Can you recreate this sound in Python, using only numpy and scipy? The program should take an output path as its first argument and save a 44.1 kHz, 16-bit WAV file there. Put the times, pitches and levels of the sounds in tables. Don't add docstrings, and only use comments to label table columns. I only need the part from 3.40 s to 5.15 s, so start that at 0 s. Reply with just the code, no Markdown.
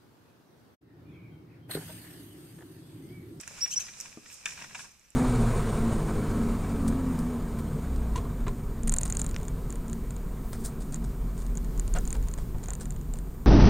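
import sys
import numpy as np
from scipy import signal
from scipy.fft import rfft, irfft
from scipy.io import wavfile
from scipy.ndimage import uniform_filter1d

SR = 44100
rng = np.random.default_rng(int(sys.argv[2]) if len(sys.argv) > 2 else 0)


def file_out(sig):
    cols = np.atleast_2d(sig).T
    lim = np.clip(cols, -1, 1)
    pcm = np.round(lim * 32767).astype(np.int16)
    wavfile.write(sys.argv[1], SR, pcm)


N = 77175
LEAD_S = .01
SNAP_RISE = .29

# f/Hz, level/dB
WOOD = [(150, -17), (450, 1.5), (1050, 1), (1400, -3), (1760, 6), (2080, -4), (2450, 6.5), (3150, -6.5),
        (3550, -3), (4500, -5.5), (5800, 5.5), (7500, 6.5), (11000, -21.5)]


def knocks():
    # t/s, level/dB, decay/s, centre f/Hz
    strikes = [(.035, -44.5, 0.0022, 2320), (.077, -43, 0.0046, 1920), (.111, -51, .005, 700),
               (.182, -47, 0.0097, 1720), (.257, -45.5, 0.0033, 1680), (.2615, -40.5, .002, 2040),
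               (.281, -53, 0.0034, 1600), (.393, -48, .006, 1530), (.468, -50.5, 0.0027, 2300),
               (.487, -43, 0.0042, 2100), (.538, -51.5, 0.0023, 2400), (.604, -49.5, .003, 1770),
               (.655, -49.5, 0.0055, 960), (.659, -44.5, 0.0028, 2430), (.728, -52, 0.0016, 2530),
               (.861, -49.5, .0026, 2300), (.901, -50.5, 0.0022, 2050), (.917, -52, 0.0068, 2060),
               (1.109, -45.5, 0.0047, 2300), (1.122, -45.5, 0.0037, 1580), (1.178, -44, .0032, 1880),
               (1.192, -46.5, 0.0089, 1800), (1.203, -49, 0.0034, 2820), (1.217, -44.5, 0.0054, 1280),
               (1.223, -42, 0.00074, 1790), (1.244, -41.5, 0.0038, 1680), (1.297, -52.5, 0.0054, 1800),
               (1.311, -49, .005, 1490), (1.3482, -42, .0014, 1680), (1.3531, -36.3, .003, 1800),
               (1.362, -46, 0.0036, 1510), (1.393, -42, 0.0068, 1680), (1.405, -45, 0.0044, 1490),
               (1.445, -49, 0.012, 1320)]
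    ripple_hz = np.arange(1, 64) * 263
    out = np.zeros(N)
    for s, db, decay_s, hz in strikes:
        bough_db = read(WOOD, ripple_hz) + 3 * rng.standard_normal(len(ripple_hz))
        bough = np.column_stack([ripple_hz, bough_db])
        add(out, s - LEAD_S, burst(db, decay_s, bough, hz, width_oct=.82, rise=.72))
    return outdoors(out * pan(1.8), near_db=-4, near_s=.0074, far_db=-16.5)


def rustle():
    # t/s, level/dB
    swish = [(0, -43), (.035, -58.5), (.085, -51.5), (.15, -52.5), (.19, -48.5), (.3, -50), (.41, -46),
             (.48, -51), (.53, -54), (.585, -49), (.66, -50.5), (.75, -57), (.83, -60.5), (.885, -52),
             (.91, -54.5), (.94, -48.5), (.99, -53), (1.05, -56), (1.07, -45), (1.12, -45.5), (1.16, -52),
             (1.23, -51), (1.28, -53.5), (1.33, -54.5), (1.4, -44.5), (1.45, -51.5), (1.5, -60),
             (1.58, -67), (1.75, -66.5)]
    # t/s, twig level/dB, bough level/dB
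    shake = [(0, -53, -64), (.05, -59.5, -59), (.18, -51.5, -55.5), (.23, -51.5, -60.5), (.33, -57.5, -58),
             (.42, -52.5, -56.5), (.52, -58, -61), (.6, -54.5, -62), (.7, -58, -61.5), (.76, -60, -63),
             (.81, -62, -62.5), (.88, -59, -64.5), (.98, -60, -67.5), (1.05, -55.5, -62),
             (1.075, -55.5, -58.5), (1.15, -54.5, -57), (1.22, -49.5, -59.5), (1.28, -58, -57.5),
             (1.34, -55.5, -62.5), (1.4, -54, -57), (1.45, -57.5, -59), (1.49, -62, -65),
             (1.58, -67.5, -67.5), (1.75, -67.5, -72.5)]
    # f/Hz, level/dB
    needle_spectrum = [(1500, -29), (2500, -12), (3300, -13.5), (4500, -11), (5200, 3), (5850, 2),
                       (6600, 1), (8000, -1.5), (10500, -13), (12500, -22), (14500, -36)]
    twig_spectrum = [(200, -9.5), (330, -6), (550, -4.5), (1000, -5), (1750, -1.5), (2080, -3.5), (2500, 3),
                     (3200, -8), (4400, -8.5), (8000, -23)]
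    bough_spectrum = [(20, 1.5), (42, -8), (70, 2), (125, 4), (210, 2), (330, -6.5), (600, -25.5),
                      (2000, -19)]
    needles = colour(spread(grains(per_s=9000, size_db=4), .28), needle_spectrum)
    twigs = colour(spread(grains(per_s=2200, size_db=2.5), .44), twig_spectrum)
    boughs = colour(spread(rng.standard_normal((3, N)), .73), bough_spectrum)
    foliage = needles * level(swish) * pan(-5) + twigs * level(shake) * pan(1)
    buffeting = boughs * level(shake, column=2) * pan(.8)
    return outdoors(foliage, near_db=-19.5, near_s=.0066, far_db=-16) + buffeting


def crack():
    # t/s, level/dB, centre f/Hz
    fractures = [(1.0572, -41, 2360), (1.0579, -34.5, 3260), (1.0592, -30, 1950), (1.0629, -39, 2400),
                 (1.0649, -37.5, 1890), (1.072, -46, 1710), (1.0765, -42, 1730), (1.091, -44.5, 1670)]
    # f/Hz, level/dB, t60/s
    branch_modes = [(1566, -47, 0.13), (1764, -41.5, .13), (1905, -44.5, .13), (1990, -41, .04),
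                    (2285, -48, 0.1), (2450, -37, 0.082), (3574, -34, .03)]
    decay_s, ring_start_s = .00043, 1.059
    out, t = np.zeros(N), np.arange(SR // 4) / SR
    for s, db, hz in fractures:
        add(out, s - LEAD_S, burst(db, decay_s, WOOD, hz, width_oct=.56, rise=SNAP_RISE))
    add(out, ring_start_s, ring(branch_modes, t))
    return outdoors(out * pan(.66), near_db=-7, near_s=.0031, far_db=-12.5)


def ticks():
    # t/s, level/dB, centre f/Hz, left-right/dB
    snaps = [(0.0115, -42, 8500, -10), (0.0774, -38, 6800, -6), (.602, -34.5, 6100, -6),
             (0.61, -37, 5700, -2), (0.9293, -49.5, 8500, -12), (.9415, -48, 7800, -16),
             (1.0564, -39, 6700, -8), (1.0576, -36, 6300, -4), (1.0594, -38, 6300, -4),
             (1.085, -43, 6000, -3), (1.3485, -48.5, 7200, -14), (1.355, -51, 6200, -8),
             (1.5955, -58.5, 6900, -5), (1.7045, -53.5, 8000, -9)]
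    # f/Hz, level/dB
    twig = [(500, -4), (2500, -5), (4300, -23), (5600, 1), (6800, 1.5), (8300, 0.5), (10500, -9),
            (14000, -2)]
    decay_s = .00086
    out = np.zeros((2, N))
    for s, db, hz, side_db in snaps:
        add(out, s - LEAD_S, pan(side_db) * burst(db, decay_s, twig, hz, width_oct=.35, rise=SNAP_RISE))
    return outdoors(out, near_db=-7, near_s=.0048, far_db=-14.5)


def flicks():
    sprays = [(.085, .012, -61), (0.609, 0.0096, -46), (0.93, 0.028, -53.5), (1.08, 0.018, -57)]
    # f/Hz, level/dB
    fizz = [(4000, -22), (7000, 3), (8500, -3), (11000, -5), (14000, -4)]
    t = np.arange(N) / SR
    swell = sum(amp(db) * np.exp(-((t - s) / half_s) ** 2) for s, half_s, db in sprays)
    return colour(spread(grains(per_s=6000, size_db=4), .35), fizz) * swell * pan(-8)


def thud():
    # f/Hz, level/dB, t60/s
    thud_modes = [(239, -41.5, 0.084), (292, -36, 0.027), (314, -44, 0.12), (401, -46.5, 0.087),
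                  (664, -49, 0.043), (1190, -48.5, 0.032)]
    start_s, attack_s = .772, .0025
    out, t = np.zeros(N), np.arange(SR // 4) / SR
    add(out, start_s, np.minimum(t / attack_s, 1) * ring(thud_modes, t))
    return outdoors(out * pan(1.7), near_db=-11, near_s=.012, far_db=-14.5)


def bird_whistles():
    # t/s, length/s, first f/Hz, middle f/Hz, last f/Hz, level/dB, relative octave level/dB
    notes = [(0.204, 0.058, 4390, 5684, 5640, -25, -29.5), (0.271, 0.02, 5580, 5600, 5250, -37.5, -21),
             (.357, .034, 4700, 5880, 5270, -23, -46), (.436, 0.044, 4430, 5070, 4310, -49.5, -11),
             (1.507, 0.018, 6170, 6030, 5880, -59, -15), (1.639, 0.021, 6100, 5900, 5750, -63, -21)]
    rise_share, fall_share, waver_share, waver_db = .42, .26, .002, .6
    out = np.zeros(N)
    for s, length_s, first_hz, middle_hz, last_hz, db, octave_db in notes:
        u = np.linspace(0, 1, round(length_s * SR))
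        hz = arch(u, first_hz, middle_hz, last_hz) * (1 + waver_share * quiver(len(u), smooth=100))
        phase = 2 * np.pi * np.cumsum(hz) / SR
        tone = unit(np.sin(phase) + amp(octave_db) * np.sin(2 * phase))
        ramp = np.minimum(u / rise_share, (1 - u) / fall_share)
        swell = np.sin(np.pi / 2 * np.minimum(ramp, 1)) ** 1.8
        add(out, s, amp(db + waver_db * quiver(len(u), smooth=100)) * swell * tone)
    return outdoors(out * pan(-8), near_db=-31, near_s=.0044, far_db=-19)


def bird_rasps():
    # t/s, f/Hz, level/dB, hoarseness/0-1
    notes = [
        [(.304, 1134, -52, .8), (.311, 1190, -36.5, 0.4), (.319, 1292, -35, 0.55), (.327, 1398, -36, 0.43),
         (.333, 1520, -38.5, 0.54), (.339, 1595, -31.5, 0.3), (.344, 1577, -36.5, 0.4), (.351, 1500, -50, 0.9)],
        [(.393, 1121, -49, .9), (.403, 1215, -34.5, 0.6), (.411, 1341, -38.5, 0.64), (.418, 1248, -41.5, 0.73),
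         (.428, 1170, -48, 0.8)],
    ]
    # f/Hz, level/dB
    throat = [(1200, -37), (2200, -30), (2650, -10), (3200, -10), (3700, -23), (4250, -8.5), (4900, -16),
              (5700, -4), (6300, 4), (7200, -10), (8000, -9.5), (9400, -18.5), (10400, -23), (11300, -12),
              (12500, -21.5), (13500, -48)]
    jitter_share = .048
    out = np.zeros((2, N))
    hiss = colour(spread(grains(per_s=6000, size_db=3), .3), throat)
    for note in notes:
        s, *curves = np.transpose(note)
        t = np.arange(s[0], s[-1], 1 / SR)
        hz, db, hoarse = (np.interp(t, s, curve) for curve in curves)
        phase = 2 * np.pi * np.cumsum(hz * (1 + jitter_share * hoarse * quiver(len(t), smooth=24))) / SR
        harmonics = sum(amp(read(throat, k * hz)) * np.sin(k * phase + 2 * np.pi * rng.random())
                        for k in range(1, 11))
        breath = hiss[:, round(s[0] * SR):][:, :len(t)]
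        add(out, s[0], amp(db) * (np.sqrt(1 - hoarse ** 2) * unit(harmonics) + hoarse * breath))
    return outdoors(out * pan(-4), near_db=-7, near_s=.00084, far_db=-13.5)


def outdoors(x, near_db, near_s, far_db):
    # f/Hz, t60/s
    forest = [(100, 0.56), (1000, .4), (3000, 0.39), (6000, 0.61), (14000, 0.22)]
    t = np.arange(SR // 2) / SR
    near, far = rng.standard_normal((2, 2, len(t)))
    hz, frame_s, bands = signal.stft(far, SR, nperseg=256)
    decay = amp(-60 * frame_s / read(forest, hz)[:, None])
    far = signal.istft(bands * decay, SR, nperseg=256)[1][:, :len(t)]
    scatter = amp(near_db) * unit(near * np.exp(-t / near_s))
    tail = amp(far_db) * unit(far * np.minimum(t / .025, 1))
    x = x * np.ones((2, 1))
    return x + signal.fftconvolve(x, (scatter + tail) / np.sqrt(len(t)), axes=1)[:, :N]


def air():
    # f/Hz, level/dB
    air_spectrum = [(15, -28), (42, 17), (70, 12), (135, -14), (260, -27), (1000, -12), (1500, -41),
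                    (2500, -32), (3700, -12), (5900, -36), (9500, -12), (14000, -12)]
    return amp(-70) * colour(spread(rng.standard_normal((3, N)), .21), air_spectrum) * pan(-1.7)


def burst(db, decay_s, body, centre_hz, width_oct, rise, size=6144):
    hz, t = abs(np.fft.fftfreq(size, 1 / SR)), np.arange(size) / SR - LEAD_S
    skirt_db = -25.5
    hump = np.exp(-.5 * (np.log2((hz + 1) / centre_hz) / width_oct) ** 2) + amp(skirt_db)
    log_gain = np.log(hump * amp(read(body, hz)))
    response = np.fft.ifft(np.exp(np.conj(signal.hilbert(log_gain)))).real
    envelope = np.exp(-np.maximum(t, -t / rise) / decay_s)
    slips = rng.standard_normal(size) * rng.exponential(1, size) * envelope
    sound = signal.fftconvolve(slips, response)[:size]
    return amp(db) * unit(sound) * np.sqrt(.005 * SR / size)


def ring(modes, t):
    return sum(amp(db - 60 * t / t60) * np.sin(2 * np.pi * hz * t) for hz, db, t60 in modes)


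def grains(per_s, size_db):
    size = amp(size_db * np.minimum(rng.exponential(1, (3, N)), 4))
    return size * rng.choice([-1, 1], (3, N)) * (rng.random((3, N)) < per_s / SR)


def arch(u, first_hz, middle_hz, last_hz, place=.515, power=2.85):
    away = np.where(u < place, (place - u) / place, (u - place) / (1 - place))
    return middle_hz + (np.where(u < place, first_hz, last_hz) - middle_hz) * away ** power


def quiver(count, smooth):
    return unit(uniform_filter1d(rng.standard_normal(SR // 8), size=smooth))[:count]


def colour(x, points):
    return unit(irfft(rfft(x) * amp(read(points, np.fft.rfftfreq(N, 1 / SR))), N))


def spread(three, correlation):
    return np.sqrt(correlation) * three[0] + np.sqrt(1 - correlation) * three[1:]


def pan(db):
    return unit(amp([[db / 2], [-db / 2]]))


def level(table, column=1):
    columns = np.transpose(table)
    return amp(np.interp(np.arange(N) / SR, columns[0], columns[column]))


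def read(points, hz):
    f, value = np.transpose(points)
    return np.interp(np.log(hz + 1), np.log(f), value)


def add(mix, s, sound):
    part = mix[..., max(round(s * SR), 0):][..., :sound.shape[-1]]
    part += sound[..., :part.shape[-1]]


def amp(db):
    return 10 ** (np.asarray(db) / 20)


def unit(x):
    return x / np.sqrt(np.mean(x ** 2) + 1e-20)


def scene():
    spruce = knocks() + crack() + ticks() + thud() + rustle() + flicks()
    return spruce + bird_whistles() + bird_rasps() + air()


def record(dry):
    # f/Hz, left-right/dB
    balance = [(100, 0.5), (1200, 0.5), (1900, 0.5), (2600, -3), (4000, -5.5), (5800, 8.5), (7500, -2),
               (12000, -2)]
    # f/Hz, phase lag/rad
    left_lag = [(100, 0.084), (1500, 0.37), (3000, .6), (5700, 1.23), (8000, 1.52), (12000, 1.63)]
    cutoff_hz = 14800
    hz = np.fft.rfftfreq(2 * N, 1 / SR)
    lean = amp(read(balance, hz) / 2)
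    microphones = np.array([lean * np.exp(-1j * read(left_lag, hz)), 1 / lean])
    heard = irfft(rfft(dry, 2 * N) * microphones)[:, :N]
    lowpass = signal.firwin(401, cutoff_hz, window=("kaiser", 9), fs=SR)
    return signal.oaconvolve(heard, lowpass[None], "same", axes=1)


dry = scene()
out = record(dry)
file_out(out)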